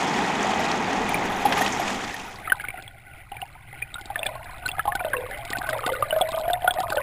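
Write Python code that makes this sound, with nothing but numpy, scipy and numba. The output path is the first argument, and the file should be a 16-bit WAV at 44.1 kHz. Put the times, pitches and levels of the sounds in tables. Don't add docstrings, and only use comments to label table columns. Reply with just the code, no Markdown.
import sys
import numpy as np
from scipy import signal
from scipy.fft import rfft, irfft
from scipy.io import wavfile
from scipy.ndimage import uniform_filter1d
from numba import njit

SR = 44100
rng = np.random.default_rng(int(sys.argv[2]) if len(sys.argv) > 2 else 0)


def to_wav(s):
    ch = np.atleast_2d(s).T
    pcm = np.round(np.clip(ch, -1, 1) * 32767)
    wavfile.write(sys.argv[1], SR, pcm.astype(np.int16))


N = 309582
TIME = np.arange(N) / SR

# (time [s], level [dB], spray [dB])
RIVER_LEVELS = [(0, -23, -5.5), (.6, -22.5, -7.5), (1.42, -25, -8.5), (1.56, -23.5, -3), (1.74, -27.5, 1.5),
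                (1.9, -27.5, 0.5), (2.3, -40, 1.5), (2.42, -43, -8), (2.52, -70, 2)]
# (frequency [Hz], filter gain [dB])
RIVER_COLOUR = [(24, -37), (40, -12), (60, -11.5), (118, -12.5), (199, -2), (345, -8), (422, -5),
                (585, -10.5), (810, 1), (990, -6), (1520, -10), (2100, -9.5), (4340, -21.5), (6820, -19),
                (16000, -50)]
# (frequency [Hz], width [Hz], level [dB])
STONE_HOLLOWS = [(237, 110, -18), (402, 190, -16), (710, 130, -16), (1900, 130, -6), (2498, 38, 2.5),
                 (3390, 850, -4.5)]
# (time [s], level before fading [dB], decay [ms], centre [Hz])
SPLASHES = [(0.429, -26.5, 4.4, 6300), (0.653, -26.5, 4.6, 4200), (0.715, -23.5, 4.3, 4860),
            (1.458, -25.5, 5.5, 2970), (1.523, -17.5, 9, 2000), (1.571, -25.5, 12, 2000),
            (1.662, -18.5, 4.7, 2800), (1.722, -32, 20, 6230), (2.358, -35, 4.1, 4130)]
# (time [s], pitch [Hz], level [dB], swell [ms])
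NEAR_BUBBLES = [(.594, 620, -24.5, 4), (1.091, 2310, -19.5, 1), (1.143, 2330, -13.5, 1),
                (1.452, 813, -9, 3.4), (1.485, 795, -23, 2.5), (1.576, 1190, -19, 1.3),
                (1.608, 756, -12, 2.8), (1.617, 1840, -14.5, 0.88), (1.797, 700, -17.5, 1.6),
                (2.142, 1830, -22.5, .5), (2.474, 1310, -21, 2.6), (2.498, 2990, -24.5, .8),
                (2.5, 1844, -18.5, 0.27), (2.52, 1542, -4.5, 0.97), (2.598, 1620, -23.5, 1.2),
                (2.607, 2200, -25.5, 0.55), (2.639, 1463, -25, 2.9), (2.65, 2220, -26, .5),
                (2.685, 2210, -18.5, 0.41), (2.704, 2300, -24, 0.34), (2.74, 754, -27.5, 3),
                (2.779, 1410, -32.5, 6.6), (2.878, 3340, -29.5, .5), (3.317, 790, -26, 4.6),
                (3.319, 2860, -32, .6), (3.367, 2320, -28, 0.66), (3.417, 2850, -23, .5),
                (3.422, 770, -23, 7.3), (3.728, 2030, -30, 0.34), (3.818, 1920, -28, 2.2),
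                (3.822, 2400, -18, 3), (3.942, 3720, -22, 0.28), (3.954, 1400, -26.5, 4.8),
                (3.982, 1450, -30, 2.7), (4.101, 793, -22.5, 2.6), (4.158, 1740, -14, .2),
                (4.191, 3500, -22.5, 1.3), (4.231, 2630, -15, 0.24), (4.259, 767, -24, 7.1),
                (4.261, 2390, -21, 3.3), (4.266, 3460, -14, 0.16), (4.353, 1070, -31.5, 7.7),
                (4.654, 1504, -21, 11), (4.661, 4120, -21, 0.49), (4.689, 2670, -17, 0.13),
                (4.715, 3370, -21.5, .5), (4.783, 765, -20, 1.2), (4.792, 1324, -17, 5.7),
                (4.794, 1665, -14, 0.16), (4.854, 810, -19, 0.58), (4.875, 1075, -20, 19),
                (4.876, 816, -13, 2.9), (4.921, 1720, -18, 0.42), (4.951, 777, -19, 2.3),
                (4.951, 1504, -21, 4.4), (4.993, 2350, -25.5, 3.3), (5.004, 1406, -20.5, 0.46),
                (5.008, 717, -21.5, 2.2), (5.048, 624, -16.5, 0.59), (5.133, 1600, -13, 2),
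                (5.14, 1073, -16.5, .3), (5.167, 2670, -21.5, 1), (5.532, 1885, -15.5, 0.27),
                (5.55, 1520, -23.5, 7), (5.568, 768, -24.5, 2.3), (5.617, 1580, -21, 0.26),
                (5.633, 803, -25, 4.5), (5.69, 1550, -15, 0.2), (5.73, 1920, -18.5, .3),
                (5.864, 3580, -19.5, 0.17), (5.865, 1465, -22, 2.3), (5.875, 740, -17.5, 1.1),
                (5.897, 2040, -24.5, 3.3), (6.024, 1174, -10.5, 1.3), (6.107, 2910, -16.5, 1.4),
                (6.125, 1540, -19.5, 2), (6.21, 734, -10, 1.2), (6.214, 3370, -12.5, 0.6),
                (6.533, 3560, -14, 0.17), (6.675, 1437, -10, 2.9), (6.677, 3370, -19.5, 0.68),
                (6.678, 738, -11.5, 1.4), (6.708, 3320, -14.5, 0.49), (6.761, 628, -23, 6.4),
                (6.834, 1200, -26, 3.1), (6.98, 1496, -18.5, 1.6)]
# (time [s], level [dB])
GULPS = [(5.92, -19.5), (6.126, -14.5), (6.162, -13), (6.219, -20), (6.286, -24), (6.341, -19.5),
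         (6.372, -22), (6.435, -22.5), (6.479, -17), (6.5, -14), (6.534, -20), (6.621, -21), (6.644, -13.5),
         (6.706, -21), (6.785, -13.5), (6.802, -17.5), (6.922, -24), (6.971, -14.5)]
# (frequency [Hz], filter gain [dB])
SNAP_COLOUR = [(60, -10), (350, 1), (900, -0.5), (1800, -3), (3200, -2), (5500, -28.5)]
# (time [s], gurgle [dB], loose bubbles [dB])
STIRRING = [(.8, -59, -45), (1.55, -32, -33.5), (2.1, -64, -45.5), (2.55, -42, -38.5), (2.95, -73, -65),
            (3.4, -50, -44), (3.65, -74, -52), (4.05, -44.5, -50), (4.28, -36.5, -36.5),
            (4.45, -45.5, -40.5), (4.9, -40.5, -41), (5.22, -30.5, -32), (5.45, -39.5, -39),
            (5.85, -30.5, -27), (6.07, -34, -37.5), (6.35, -29.5, -31), (6.6, -33.5, -39.5),
            (7, -28.5, -30)]
# (time [s], pitch [Hz])
POCKET_PITCH = [(4.1, 780), (4.2, 624), (4.6, 723), (4.95, 746), (5.08, 593), (5.18, 503), (5.32, 510),
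                (5.45, 683), (5.63, 758), (5.78, 543), (5.92, 507), (6.12, 624), (6.4, 656), (6.52, 702),
                (6.8, 749), (7, 558)]
# (time [s], level before colouring [dB])
GRIT_TICKS = [(2.8235, -38.5), (4.011, -36.5), (4.0565, -35.5), (4.4433, -40), (4.6801, -27),
              (4.953, -25.5), (5.4512, -32.5), (5.5036, -24), (5.5258, -31.5), (5.5846, -28), (5.67, -35.5),
              (5.6984, -29), (5.8629, -25), (6.318, -30), (6.3964, -36.5), (6.7392, -30.5), (6.803, -27.5),
              (6.902, -26)]
# (frequency [Hz], filter gain [dB])
GRIT_COLOUR = [(60, -1.5), (350, 9.5), (900, -16.5), (2400, -2.5), (3600, 5), (4600, 0), (6000, -1)]
# (time [s], simmer [dB], rumble [dB])
CURRENT_LEVELS = [(0, -80, -70), (1.1, -64, -43.5), (2.7, -44, -47.5), (3.2, -48.5, -49),
                  (4.9, -47.5, -42.5), (5.4, -44, -42.5), (7, -51, -43)]
# (frequency [Hz], filter gain [dB])
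SIMMER_COLOUR = [(150, -16.5), (300, -0.5), (500, -10.5), (640, -10), (800, 1.5), (950, -52), (1070, -17),
                 (1200, -35), (1450, 0), (1750, -15.5), (2000, -1.5), (2330, -4), (2900, -14.5),
                 (4000, -24), (5500, -25)]
# (frequency [Hz], filter gain [dB])
RUMBLE_COLOUR = [(12, 1), (35, -2), (60, -2.5), (90, -5), (120, 2), (145, -9), (180, -16.5), (400, -39.5)]

RING_HZ, RING_MS, RING_POWER = 1610, 4.64, 0.63
GULP_SWELL_MS, GULP_DECAY_MS = 1.4, 12.8
TINY_DB, ROLLING_DB = -14, -11.5
POCKET_WOBBLE, POCKET_WIDTH_HZ = 0.024, 45
WAKE_DB, WAKE_S = 6.5, 0.025
HOLD_HZ, TOP_HZ = 12000, 15300


def river():
    level_db, spray_db = curves(RIVER_LEVELS)
    babble = swarm(count=6000, low_hz=185.8, high_hz=6960, cycles=5.25, spread_db=9.5, glide=0.083)
    babble = unit(signal.lfilter([1, -.97], 1, babble))
    droplets = kicks(rate=900, spread_db=14)
    rush = rng.standard_normal(N) + undb(-9.5) * babble + undb(-9) * droplets
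    rush = colour(rush, RIVER_COLOUR)
    rush = rush + sum(undb(db) * resonance(rush, hz, width) for hz, width, db in STONE_HOLLOWS)
    rush = unit(signal.sosfilt(signal.butter(2, 55, "high", fs=SR, output="sos"), rush))
    treble = signal.sosfilt(signal.butter(1, 1800, "high", fs=SR, output="sos"), rush)
    spray_gain = undb(spray_db + 1.2 * walk(28.26) + 2.1 * walk(160))
    rush = rush + treble * (spray_gain - 1)
    return rush * undb(level_db + .5 * walk(12.0)) + splashes()


def splashes():
    out = np.zeros(N)
    drops = rng.standard_normal(N)
    for s, db, decay_ms, hz in SPLASHES:
        age_ms = np.maximum(TIME - s, 0) * 1000
        shape = (1 - np.exp(-age_ms * 2)) * np.exp(-age_ms / decay_ms)
        band = unit(resonance(resonance(drops, hz, 2400), hz, 2400))
        out += band * undb(db) * shape
    return out


def near_bubbles():
    singles = [(s, hz, db, swell_ms, RING_MS * (RING_HZ / hz) ** RING_POWER)
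               for s, hz, db, swell_ms in NEAR_BUBBLES]
    pocket_s, pocket_hz = np.transpose(POCKET_PITCH)
    gulps = [(s, np.interp(s, pocket_s, pocket_hz), db, GULP_SWELL_MS, GULP_DECAY_MS)
             for s, db in GULPS]
    rings, snaps = np.zeros(N), np.zeros(N)
    for s, hz, db, swell_ms, decay_ms in singles + gulps:
        add(rings, s, undb(db) * bubble(hz, swell_ms, decay_ms, glide=0.03))
        add(snaps, s, undb(.7 * db) * burst(decay_ms=3.5))
    return rings + undb(-10.5) * colour(snaps, SNAP_COLOUR)


def stirred_water():
    gurgle_db, loose_db = curves(STIRRING)
    pocket_hz = curves(POCKET_PITCH)[0] * (1 + POCKET_WOBBLE * walk(25))
    knocks = kicks(rate=130, spread_db=1.0) * undb(1.64 * walk(20))
    gurgle = resonance(knocks, pocket_hz, POCKET_WIDTH_HZ)
    gurgle = unit(resonance(gurgle, pocket_hz, 370))
    middle = swarm(count=1100, low_hz=760, high_hz=2200, cycles=6, spread_db=15, glide=.06)
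    tiny = swarm(count=650, low_hz=2300, high_hz=4200, cycles=6.5, spread_db=19, glide=.02)
    loose = middle * undb(-2.0) + tiny * undb(TINY_DB)
    return wake() * (gurgle * undb(gurgle_db) + loose * undb(loose_db))


def grit():
    loose_db = curves(STIRRING)[1]
    loud, faint = np.zeros(N), np.zeros(N)
    for s, db in GRIT_TICKS:
        add(loud, s, undb(db) * burst(decay_ms=3.57))
    for when, strength in rng.random(size=(600, 2)):
        add(faint, when * TIME[-1], undb(22 * strength ** 3) * burst(decay_ms=1.6))
    rolling = unit(faint) * wake() * undb(loose_db + ROLLING_DB)
    return colour(undb(6.5) * loud + rolling, GRIT_COLOUR)


def current():
    simmer_db, rumble_db = curves(CURRENT_LEVELS)
    far = swarm(count=6000, low_hz=550, high_hz=4200, cycles=5, spread_db=6, glide=.05)
    far = unit(signal.lfilter([1, -.95], 1, far))
    fizz = kicks(rate=900, spread_db=0) * undb(2.0 * walk(90))
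    simmer = unit(colour(far + undb(-0.5) * fizz, SIMMER_COLOUR))
    rumble = unit(colour(rng.standard_normal(N), RUMBLE_COLOUR))
    return simmer * undb(simmer_db + 4.1 * walk(16)) + rumble * undb(rumble_db)


def wake():
    starts = np.sort([row[0] for row in NEAR_BUBBLES + GULPS])
    latest = np.maximum(np.searchsorted(starts, TIME) - 1, 0)
    age = TIME - starts[latest]
    churn_db = WAKE_DB * np.exp(-np.abs(age) / WAKE_S) - 3.5
    return uniform_filter1d(undb(churn_db), size=160)


def stones(x, wet_db, t60_s):
    s = TIME[:SR // 5]
    tail = rng.standard_normal(len(s)) * undb(-60 * s / t60_s) * (s > .003)
    echo = signal.fftconvolve(x, tail / np.sqrt(np.sum(tail ** 2)))[:N]
    return x + undb(wet_db) * resonance(echo, 780, 1700)


def sample_and_hold(x):
    narrow = signal.sosfiltfilt(signal.butter(12, 5450, fs=SR, output="sos"), x)
    mirrored = narrow * (1 + 2 * undb(0.5) * np.cos(2 * np.pi * HOLD_HZ * TIME))
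    hold_gain = np.sinc(np.fft.rfftfreq(N, 1 / SR) / HOLD_HZ)
    return irfft(rfft(mirrored) * hold_gain, N)


def bubble(hz, swell_ms, decay_ms, glide):
    ms = 1000 * TIME[:int(SR * (swell_ms + 6 * decay_ms) / 1000)]
    shape = (1 - np.exp(-(ms / swell_ms) ** 2)) * np.exp(-ms / decay_ms)
    pitch = hz * (1 + glide * np.tanh((ms - swell_ms - decay_ms / 2) / (2 * decay_ms)))
    return shape / shape.max() * np.sin(2 * np.pi * np.cumsum(pitch) / SR)


def swarm(count, low_hz, high_hz, cycles, spread_db, glide):
    out = np.zeros(N)
    for k, (when, size, strength, damping) in enumerate(rng.random((count, 4))):
        hz = low_hz * (high_hz / low_hz) ** size
        decay_ms = 1000 * cycles * (.5 + damping) / hz
        ring = bubble(hz, decay_ms / 3, decay_ms, glide * damping)
        start = (k + 6 * when) / count * TIME[-1]
        add(out, start, undb(spread_db * strength ** 3) * ring)
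    return unit(out)


def burst(decay_ms):
    ms = 1000 * TIME[:SR // 60]
    shape = np.exp(-ms / decay_ms)
    return unit(rng.standard_normal(len(ms)) * shape) * np.sqrt(np.mean(shape ** 2))


def kicks(rate, spread_db):
    hits = rng.random(N) < rate / SR
    sizes = undb(spread_db * rng.random(N))
    return unit(hits * sizes * rng.choice([-1, 1], N))


def walk(rate):
    k = int(SR / rate)
    steps = np.repeat(rng.standard_normal(N // k + 1), k)
    return unit(uniform_filter1d(steps, k)[:N])


def colour(x, points):
    hz, db = np.transpose(points)
    size = 8192
    bins_hz = np.fft.rfftfreq(size, 1 / SR)
    log_gain = np.log(undb(np.interp(np.log(bins_hz + 1), np.log(hz), db)))
    cepstrum = irfft(log_gain)[:size // 2]
    cepstrum[1:] *= 2
    return signal.fftconvolve(x, irfft(np.exp(rfft(cepstrum, size))))[:N]


@njit
def svf(x, hz, width):
    y, b, l = np.empty(len(x)), 0., 0.
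    for i in range(len(x)):
        g, k = np.tan(np.pi * hz[i] / SR), width / hz[i]
        v = (b + g * (x[i] - l)) / (1 + g * (g + k))
        b, l, y[i] = 2 * v - b, l + 2 * g * v, k * v
    return y


def resonance(x, hz, width_hz):
    return svf(x, hz * np.ones(N), float(width_hz))


def curves(table):
    s, *columns = np.transpose(table)
    return [np.interp(TIME, s, c) for c in columns]


def add(out, s, sound):
    i = int(np.clip(s * SR, 0, N - 1))
    out[i:i + len(sound)] += sound[:N - i]


def undb(db):
    return 10 ** (np.asarray(db) / 20)


def unit(x):
    return x / np.sqrt(np.mean(x ** 2))


def scene():
    close = near_bubbles() + stirred_water() + grit()
    below = stones(close, wet_db=-9.5, t60_s=0.036) + current()
    return (river() + sample_and_hold(below))[None]


def record(dry):
    return signal.sosfilt(signal.ellip(8, .2, 70, TOP_HZ, fs=SR, output="sos"), dry)


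dry = scene()
out = record(dry)
to_wav(out)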